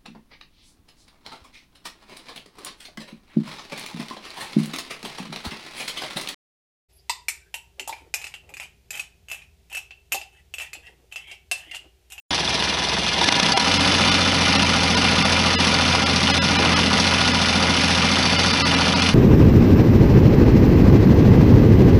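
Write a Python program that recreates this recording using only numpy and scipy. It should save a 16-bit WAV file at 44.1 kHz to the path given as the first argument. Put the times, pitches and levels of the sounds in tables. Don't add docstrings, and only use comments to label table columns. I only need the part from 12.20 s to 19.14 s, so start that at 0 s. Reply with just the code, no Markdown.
import sys
import numpy as np
from scipy import signal
from scipy.fft import rfft, irfft, next_fast_len
from scipy.io import wavfile
from scipy.ndimage import uniform_filter1d, minimum_filter1d, map_coordinates

SR = 44100
rng = np.random.default_rng(int(sys.argv[2]) if len(sys.argv) > 2 else 0)


def inscribe(sig):
    pcm = np.round(np.clip(np.atleast_2d(sig).T, -1, 1) * 32767)
    wavfile.write(sys.argv[1], SR, pcm.astype(np.int16))


N = 306054

# centre_hz, width_hz, idle_lift_db, running_lift_db
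PANELS = [(457, 30, 3, 8.5), (552, 138, 7, 13), (653, 76, 10, 9), (791, 115, 9, 11), (980, 47, 7, 7),
          (1185, 25, 0, 6), (1259, 31, 1, 5), (1364, 140, 0, 5), (1446, 39, 5, 9), (1698, 140, 7, 3),
          (1820, 37, 6, 3), (2000, 137, 7.5, 6), (2124, 40, 11, 6), (2376, 55, 11, 8), (2550, 126, 7, 2),
          (2678, 69, 3, 3), (2810, 32, 13, 7), (2951, 42, 5, 6), (3023, 25, 8, 5), (3291, 99, 6, 0),
          (3550, 140, 6, 6), (3849, 18, 0, 2), (4026, 37, 4, 5), (4194, 140, 4, 4), (4562, 140, 3, 6),
          (4971, 35, 3, 3), (5127, 140, 6, 1), (5632, 49, 2, 3)]
SURGE_S, SURGE_ATTACK_S, SURGE_HOLD_S, SURGE_RELEASE_S = 0.99, 0.095, 0.21, 0.034


def amp(db):
    return 10 ** (np.asarray(db) / 20)


def unit(x):
    return x / np.sqrt(np.mean(x ** 2) + 1e-20)


def along(points, hz):
    knots_hz, values = np.transpose(points)
    return np.interp(np.log(hz + 1), np.log(knots_hz + 1), values)


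def wobble(per_s):
    knots = rng.standard_normal(int(N * per_s / SR) + 4)
    return map_coordinates(knots, [np.arange(N) * per_s / SR], mode="nearest")


def swell(start_s, hold_s, attack_s, release_s):
    t = np.arange(N) / SR - start_s
    return np.clip(np.minimum(t / attack_s, 1 - (t - attack_s - hold_s) / release_s), 0, 1)


def placed(times, rows):
    at = np.round(np.abs(times) * SR).astype(int)[:, None] + np.arange(rows.shape[1])
    return np.bincount(at.ravel(), rows.ravel(), N)[:N]


def resonance(x, hz, width_hz):
    return signal.lfilter(*signal.iirpeak(hz, hz / width_hz, SR), x)


def coloured(x, gain_db):
    size = 2 * next_fast_len(N // 2 + SR // 8)
    cepstrum = irfft(gain_db(np.fft.rfftfreq(size, 1 / SR)) * np.log(10) / 20)
    cepstrum[1:size // 2] *= 2
    cepstrum[size // 2 + 1:] = 0
    return irfft(rfft(x, size) * np.exp(rfft(cepstrum)))[:N]


def split(x, edge_hz):
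    low = signal.sosfiltfilt(signal.butter(2, edge_hz, fs=SR, output="sos"), x)
    return low, x - low


def loudness(layer, running, effort):
    idle_db, run_db, *lifts_db = layer
    return amp(idle_db + running * (run_db - idle_db) + np.dot(lifts_db, effort))


def crank_times(cycle, angle_deg, jitter_s):
    passes = np.arange(int(cycle[-1])) + angle_deg / 720
    return np.interp(passes, cycle, np.arange(N) / SR) + jitter_s * rng.standard_normal(len(passes))


def bursts(times, levels_db, spectrum, t60, alike, rise_s, colour_db=1.2, size=1536):
    t = np.arange(size) / SR
    common = np.sqrt(alike) * rng.standard_normal(size)
    fresh = np.sqrt(1 - alike) * rng.standard_normal((len(times), size))
    grit = rfft(common + fresh)
    favour = unit(uniform_filter1d(rng.standard_normal(grit.shape), size=24))
    gain_db = along(spectrum, np.fft.rfftfreq(size, 1 / SR)) + colour_db * favour
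    envelope = np.minimum(t / rise_s, amp(-60 * (t - rise_s) / t60))
    return placed(times, irfft(grit * amp(gain_db)) * envelope * amp(levels_db)[:, None])


def whistle_and_squeak(width_hz=92, ramp_s=0.0098):
    # start_s, hold_s, pitch_hz, level_db
    whistles = [(6.0, 0.47, 4570, -32), (6.746, 0.0054, 4590, -25)]
    out = np.zeros(N)
    for start_s, hold_s, hz, db in whistles:
        band = resonance(rng.standard_normal(N), hz, width_hz)
        out += amp(db) * swell(start_s, hold_s, ramp_s, ramp_s) * unit(resonance(band, hz, width_hz))
    return out


def ticks(cycle, running, ring_hz=3540, t60=0.013, rise_s=0.00072, idle_db=-17, running_shift_db=-9):
    # angle_deg, relative_db
    taps = [(3, 1), (36, -1), (158, 3), (298, 0), (478, 2), (516, 2), (635, 7)]
    t = np.arange(SR // 40) / SR
    out = np.zeros(N)
    for angle, db in taps:
        times = crank_times(cycle, angle, jitter_s=.0004)
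        detune, force = rng.standard_normal((len(times), 2)).T[:, :, None]
        ring = np.sin(2 * np.pi * ring_hz * (1 + .018 * detune) * t) * (1 - np.exp(-t / rise_s))
        out += placed(times, ring * amp(db + 2.3 * force - 60 * t / t60))
    return out * amp(idle_db + running_shift_db * running)


def pulse_tones(rows, cycle, running, steady_db=1.14, waver_db=2.5):
    out, power = np.zeros(N), np.zeros(N)
    for multiple, idle_db, run_db in rows:
        order = round(multiple)
        gain = amp(idle_db + running * (run_db - idle_db))
        waver = amp((steady_db if order % 3 == 0 else waver_db) * wobble(per_s=11))
        phase = order * cycle + .13 * rng.standard_normal()
        out += gain * waver * np.sin(2 * np.pi * phase)
        power += gain ** 2 / 2
    return out / np.sqrt(power)


def exhaust(cycle, running, effort, lag_s=0.076, onset_power=4.1):
    # cycle_rate_multiple (rounded in use), idle_relative_db, running_relative_db
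    tones = [(3, -72, -46.5), (6, -55, -28.5), (8, -66, -43), (9, -41, -37), (10, -67, -37.5),
             (12.01, -42, -29.5), (12.97, -61, -36.5), (14, -66, -31), (14.98, -57, -32), (15.97, -54, -76),
             (16.97, -48, -30.5), (18.03, -50, -38), (19, -54, -32), (20.02, -48, -38.5), (21, -57, -52),
             (24.03, -44.5, -40), (26, -57, -44.5), (30, -63, -42), (31.96, -50, -44)]
    # frequency_hz, gain_db
    silencer = [(20, -38), (45, -26), (70, -5.5), (110, -11.5), (150, -3), (172, 3), (215, 3), (245, -3),
                (285, 2), (320, -12.5), (420, -31.5), (900, -30), (3000, -59), (8000, -80)]
    # idle_db, running_db, surge_lift_db, load_lift_db, overspeed_db_per_100_rpm
    drone_db = (-42, -28.5, -1, 1.5, 0)
    overtones_db = (-38, -26.5, 3, 3, -1)
    puffs_db = (-35.5, -29.5, 8, 6, -0.5)
    drone = pulse_tones([row for row in tones if row[0] < 9.5], cycle, running)
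    overtones = pulse_tones([row for row in tones if row[0] >= 9.5], cycle, running)
    firing_phase = 3 * cycle % 1
    turbulence = rng.standard_normal(N) * (.25 + np.exp(-firing_phase / .25))
    puffs = unit(coloured(turbulence, lambda hz: along(silencer, hz)))
    t = np.arange(N) / SR
    flow = np.interp(t - lag_s, t, running)
    return (loudness(drone_db, flow ** onset_power, effort) * drone
            + loudness(overtones_db, flow ** 2, effort) * overtones
            + loudness(puffs_db, flow ** 2, effort) * puffs)


def block_ring(x):
    # centre_hz, width_hz, gain_db
    modes = [(800, 15, -10), (973, 9, 8), (1714, 16, 2)]
    return sum(amp(db) * resonance(x, hz, width) for hz, width, db in modes)


def casing(x, running):
    # frequency_hz, idle_gain_db, running_gain_db
    radiation = [(195, -23, -14.5), (342, -2, -6), (620, -14.5, -16), (978, -4.5, -2), (1910, -10, -3.5),
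                 (2390, -9, 0), (3300, -3.5, 0.5), (4000, -4, -2.5), (5300, -7.5, 0), (6000, -6.5, -5),
                 (6510, -15, -5), (6700, -19, -15), (9300, -22, -17), (10840, -18, -12)]
    blend = lambda idle, run: idle + running * (run - idle)

    def gain_db(hz):
        broad = along([(f, blend(idle, run)) for f, idle, run in radiation], hz)
        peaks = sum(blend(idle, run) / (1 + (2 * (hz - f) / width) ** 2) for f, width, idle, run in PANELS)
        return broad + peaks
    return coloured(x, gain_db)


def knocks(ring_db=1, clank_width_hz=150):
    # start_s, drive_db, body_lift_db, clank_hz, clank_lift_db
    hard_knocks = [(1.0118, -11.5, 7.5, 980, 2), (1.04, -6, 0, 2300, -1), (1.0853, -7.5, 3, 2030, 14.5),
                   (1.1215, -6.5, 6.5, 3400, -2), (1.1628, -15, 5, 3550, 8), (1.1972, -6, 3, 4200, -5),
                   (1.2283, -9, -14, 4160, 8), (1.2613, -11, 6.5, 1300, -1), (1.3189, -11.5, 1.5, 4520, 15),
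                   (1.373, -3.5, 5.5, 776, 5.5), (1.396, -8, -8, 4150, 15), (1.4247, -17, -8, 2800, -1),
                   (1.4457, -18, -6, 4640, 5), (1.471, -24, -9, 5200, 10), (3.122, -19, -8, 4420, 18),
                   (3.54, -16, -7, 4570, 15), (3.748, -14, 13, 4600, 7), (3.96, -14, -8, 4600, 13),
                   (4.1663, -15, -15, 3780, 8), (4.7278, -15, -8, 2800, 3), (5.215, -18, -6, 4670, 12),
                   (5.424, -20, -8, 4760, 19), (5.495, -23, -10, 4600, 13), (5.914, -21, -8, 4600, 6)]
    cracks, clanks = np.zeros(N), np.zeros(N)
    for start_s, db, body_db, clank_hz, clank_db in hard_knocks:
        spectrum = [(800, body_db), (2500, 0), (5000, 1.5)]
        crack = bursts([start_s], [db], spectrum, t60=.025, alike=0, rise_s=.003, colour_db=1)
        cracks += crack
        clanks += amp(clank_db) * resonance(crack, clank_hz, clank_width_hz)
    return casing(cracks, running=0.48) + clanks + amp(ring_db) * block_ring(cracks)


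def stuttered(x, ring_db=-4.0, linger_s=0.011, tone_count=9):
    # centre_s, length_s, depth_db, lead_hz, lead_db
    stutters = [(1.352, .024, -16, 790, -22), (1.588, .013, -16, 980, -31), (1.907, .011, -17, 3550, -28),
                (2.376, .013, -17, 2030, -31), (2.442, .009, -15, 980, -29), (2.761, .011, -18, 980, -30),
                (3.038, .017, -16, 1400, -30), (3.371, .028, -34, 2934, -29), (3.849, .017, -16, 800, -31),
                (4.127, .018, -17, 2030, -31), (4.203, .028, -38, 1631, -31), (4.38, .014, -20, 2400, -29),
                (4.551, .016, -17, 1300, -29), (5.127, .014, -14, 1440, -31), (6.175, .018, -13, 2900, -29),
                (6.325, .013, -16, 2400, -31), (6.438, .026, -37, 1200, -26), (6.559, .01, -19, 2700, -29),
                (6.752, .017, -18, 950, -25), (6.814, .01, -20, 2600, -30)]
    t = np.arange(N) / SR
    bands = np.array_split([hz for hz, *_ in PANELS], tone_count)
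    gate, ring = np.ones(N), np.zeros(N)
    for centre_s, length_s, depth_db, lead_hz, lead_db in stutters:
        near = np.abs(t - centre_s) < .06
        offset_s = t[near] - centre_s
        window = lambda width_s: np.exp(-(2 * offset_s / width_s) ** 4)
        tone = lambda hz: np.sqrt(2) * np.sin(2 * np.pi * (hz * offset_s + rng.random()))
        panels = unit(sum(amp(rng.normal(0, 2)) * tone(rng.choice(band)) for band in bands))
        chord = amp(lead_db) * tone(lead_hz) + amp(ring_db) * np.std(x[near]) * panels
        gate[near] *= amp(depth_db * window(length_s))
        ring[near] += window(length_s + linger_s) * chord
    return x * gate + ring


def rattle(cycle, blows, t60, alike, scatter_db, jitter_s, gears_db, thump_db, rise_s=.0015):
    # thump_hz, low_hz, middle_hz, high_hz
    bands_hz = [550, 1250, 2600, 4700]
    out = np.zeros(N)
    for angle, *levels in blows:
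        times = crank_times(cycle, angle, jitter_s) - rise_s / 2
        spectrum = list(zip(bands_hz, [thump_db, *levels]))
        out += bursts(times, scatter_db * rng.standard_normal(len(times)), spectrum, t60, alike, rise_s)
    return unit(out) + amp(gears_db) * rng.standard_normal(N)


def clatter(cycle, running, effort, uneven_db=0.64, strain_db=-23.5, strain_fade_db_per_s=28):
    # firing_deg, relative_db
    cylinders = [(155, .5), (400, -1), (630, .8)]
    # after_firing_deg, low_db, middle_db, high_db
    cylinder_blows = [(0, -10.5, -10.5, -12), (37.84, -12, -13.5, -13), (76.7, -15.5, -17.5, -5.5),
                      (110.3, -30, -7.5, -10), (133.6, -21, -15, -15)]
    # angle_deg, low_db, middle_db, high_db
    run_blows = [(12, -34, -22, -22), (50, -28, -25, -26), (110, -23, -20.5, -24), (217, -23, -17, -18.5),
                 (274, -22, -19, -18.5), (358, -14.5, -25, -24), (405, -26, -23, -27), (467, -22, -30, -22),
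                 (511, -18, -18.5, -15), (583, -19, -18, -20), (622, -26, -22, -25), (696, -32, -32, -21)]
    # idle_db, running_db, surge_lift_db, load_lift_db, overspeed_db_per_100_rpm
    block_db = (-27.5, -24, 3, 2.3, -0.5)
    covers_db = (-24.5, -21.5, 2, -1, 0.5)
    idle_blows = [(firing + angle, *np.add(levels, db))
                  for firing, db in cylinders for angle, *levels in cylinder_blows]
    idle = rattle(cycle, idle_blows, t60=0.1, alike=0.29, scatter_db=1.0, jitter_s=0.00018,
                  gears_db=-9.5, thump_db=-16)
    fast = rattle(cycle, run_blows, t60=0.06, alike=0.44, scatter_db=0.64, jitter_s=0.00005,
                  gears_db=-7.5, thump_db=-20)
    out = np.zeros(N)
    for sound, share in [(casing(idle, running=0), 1 - running), (casing(fast, running=0.89), running)]:
        for part, layer in zip(split(sound, edge_hz=1830), [block_db, covers_db]):
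            crossfade = np.sqrt(share / np.average(part ** 2, weights=share))
            out += part * crossfade * loudness(layer, running, effort) * amp(uneven_db * wobble(per_s=14))
    out *= amp(-10 * running * (1 - running))
    since_s = np.maximum(np.arange(N) / SR - SURGE_S, 0)
    strain = np.minimum(since_s / SURGE_ATTACK_S, 1) * amp(strain_db - strain_fade_db_per_s * since_s)
    *_, overspeed = effort
    cover = running * amp(-57 + 26 * overspeed) * unit(resonance(fast, hz=3440, width_hz=56))
    return out + strain * unit(block_ring(fast)) + cover


def scene(idle_rpm=850, run_rpm=1720, load_ramp_s=0.21, onset_s=0.1056, fade_in_s=0.0027):
    # time_s, speed_rpm
    speed = [(0.0, 814.0), (1.03, 819.0), (1.5, 1785.0), (2.08, 1802.0), (2.27, 1704.0), (3.18, 1722.0),
             (4.69, 1710.0), (4.85, 1745.0), (5.37, 1704.0), (6.29, 1745.0), (6.6, 1690.0), (6.94, 1756.0)]
    # start_s, hold_s, share_of_full_load
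    loads = [(4.232, 0.15, 0.89), (6.35, 0.4, 0.45)]
    t = np.arange(N) / SR
    rpm = np.interp(t, *np.transpose(speed))
    cycle = np.cumsum(rpm) / (2 * 60 * SR)
    running = np.clip((rpm - idle_rpm) / (run_rpm - idle_rpm), 0, 1)
    surge = swell(SURGE_S, SURGE_HOLD_S, SURGE_ATTACK_S, SURGE_RELEASE_S)
    load = sum(share * swell(start_s, hold_s, load_ramp_s, load_ramp_s) for start_s, hold_s, share in loads)
    overspeed = np.maximum(rpm - run_rpm, 0) / 100
    effort = np.array([surge, load, overspeed])
    mechanism = stuttered(clatter(cycle, running, effort) + ticks(cycle, running))
    engine = mechanism + knocks() + exhaust(cycle, running, effort)
    fade_in = np.clip((t - onset_s) / fade_in_s, 0, 1)
    return ((engine + whistle_and_squeak()) * fade_in)[None]


def gain_control(x, threshold_db=-12.5, cut_slope=1.4):
    trailing_mean = lambda v, size: signal.lfilter(np.ones(size) / size, 1, v)
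    level_db = 10 * np.log10(np.abs(trailing_mean(x ** 2, size=130)) + 1e-12)
    cut_db = np.minimum(0, cut_slope * (threshold_db - level_db))
    held_db = minimum_filter1d(cut_db, size=801, origin=400)
    return x * amp(trailing_mean(held_db, size=260))


def record(dry, ceiling=0.8, notch_half_width_hz=200, top_hz=11520, taper_hz=750):
    notches_hz = [7000, 8500, 10000]
    ducked = gain_control(dry)
    clipped = ducked / (1 + np.abs(ducked / ceiling) ** 6) ** (1 / 6)
    hz = np.fft.rfftfreq(N, 1 / SR)
    notches = np.prod([np.abs(hz - f) / np.hypot(hz - f, notch_half_width_hz) for f in notches_hz], axis=0)
    band_limit = np.clip((top_hz - hz) / taper_hz, 0, 1) ** 2
    return irfft(rfft(clipped) * notches * band_limit, N)


dry = scene()
out = record(dry)
inscribe(out)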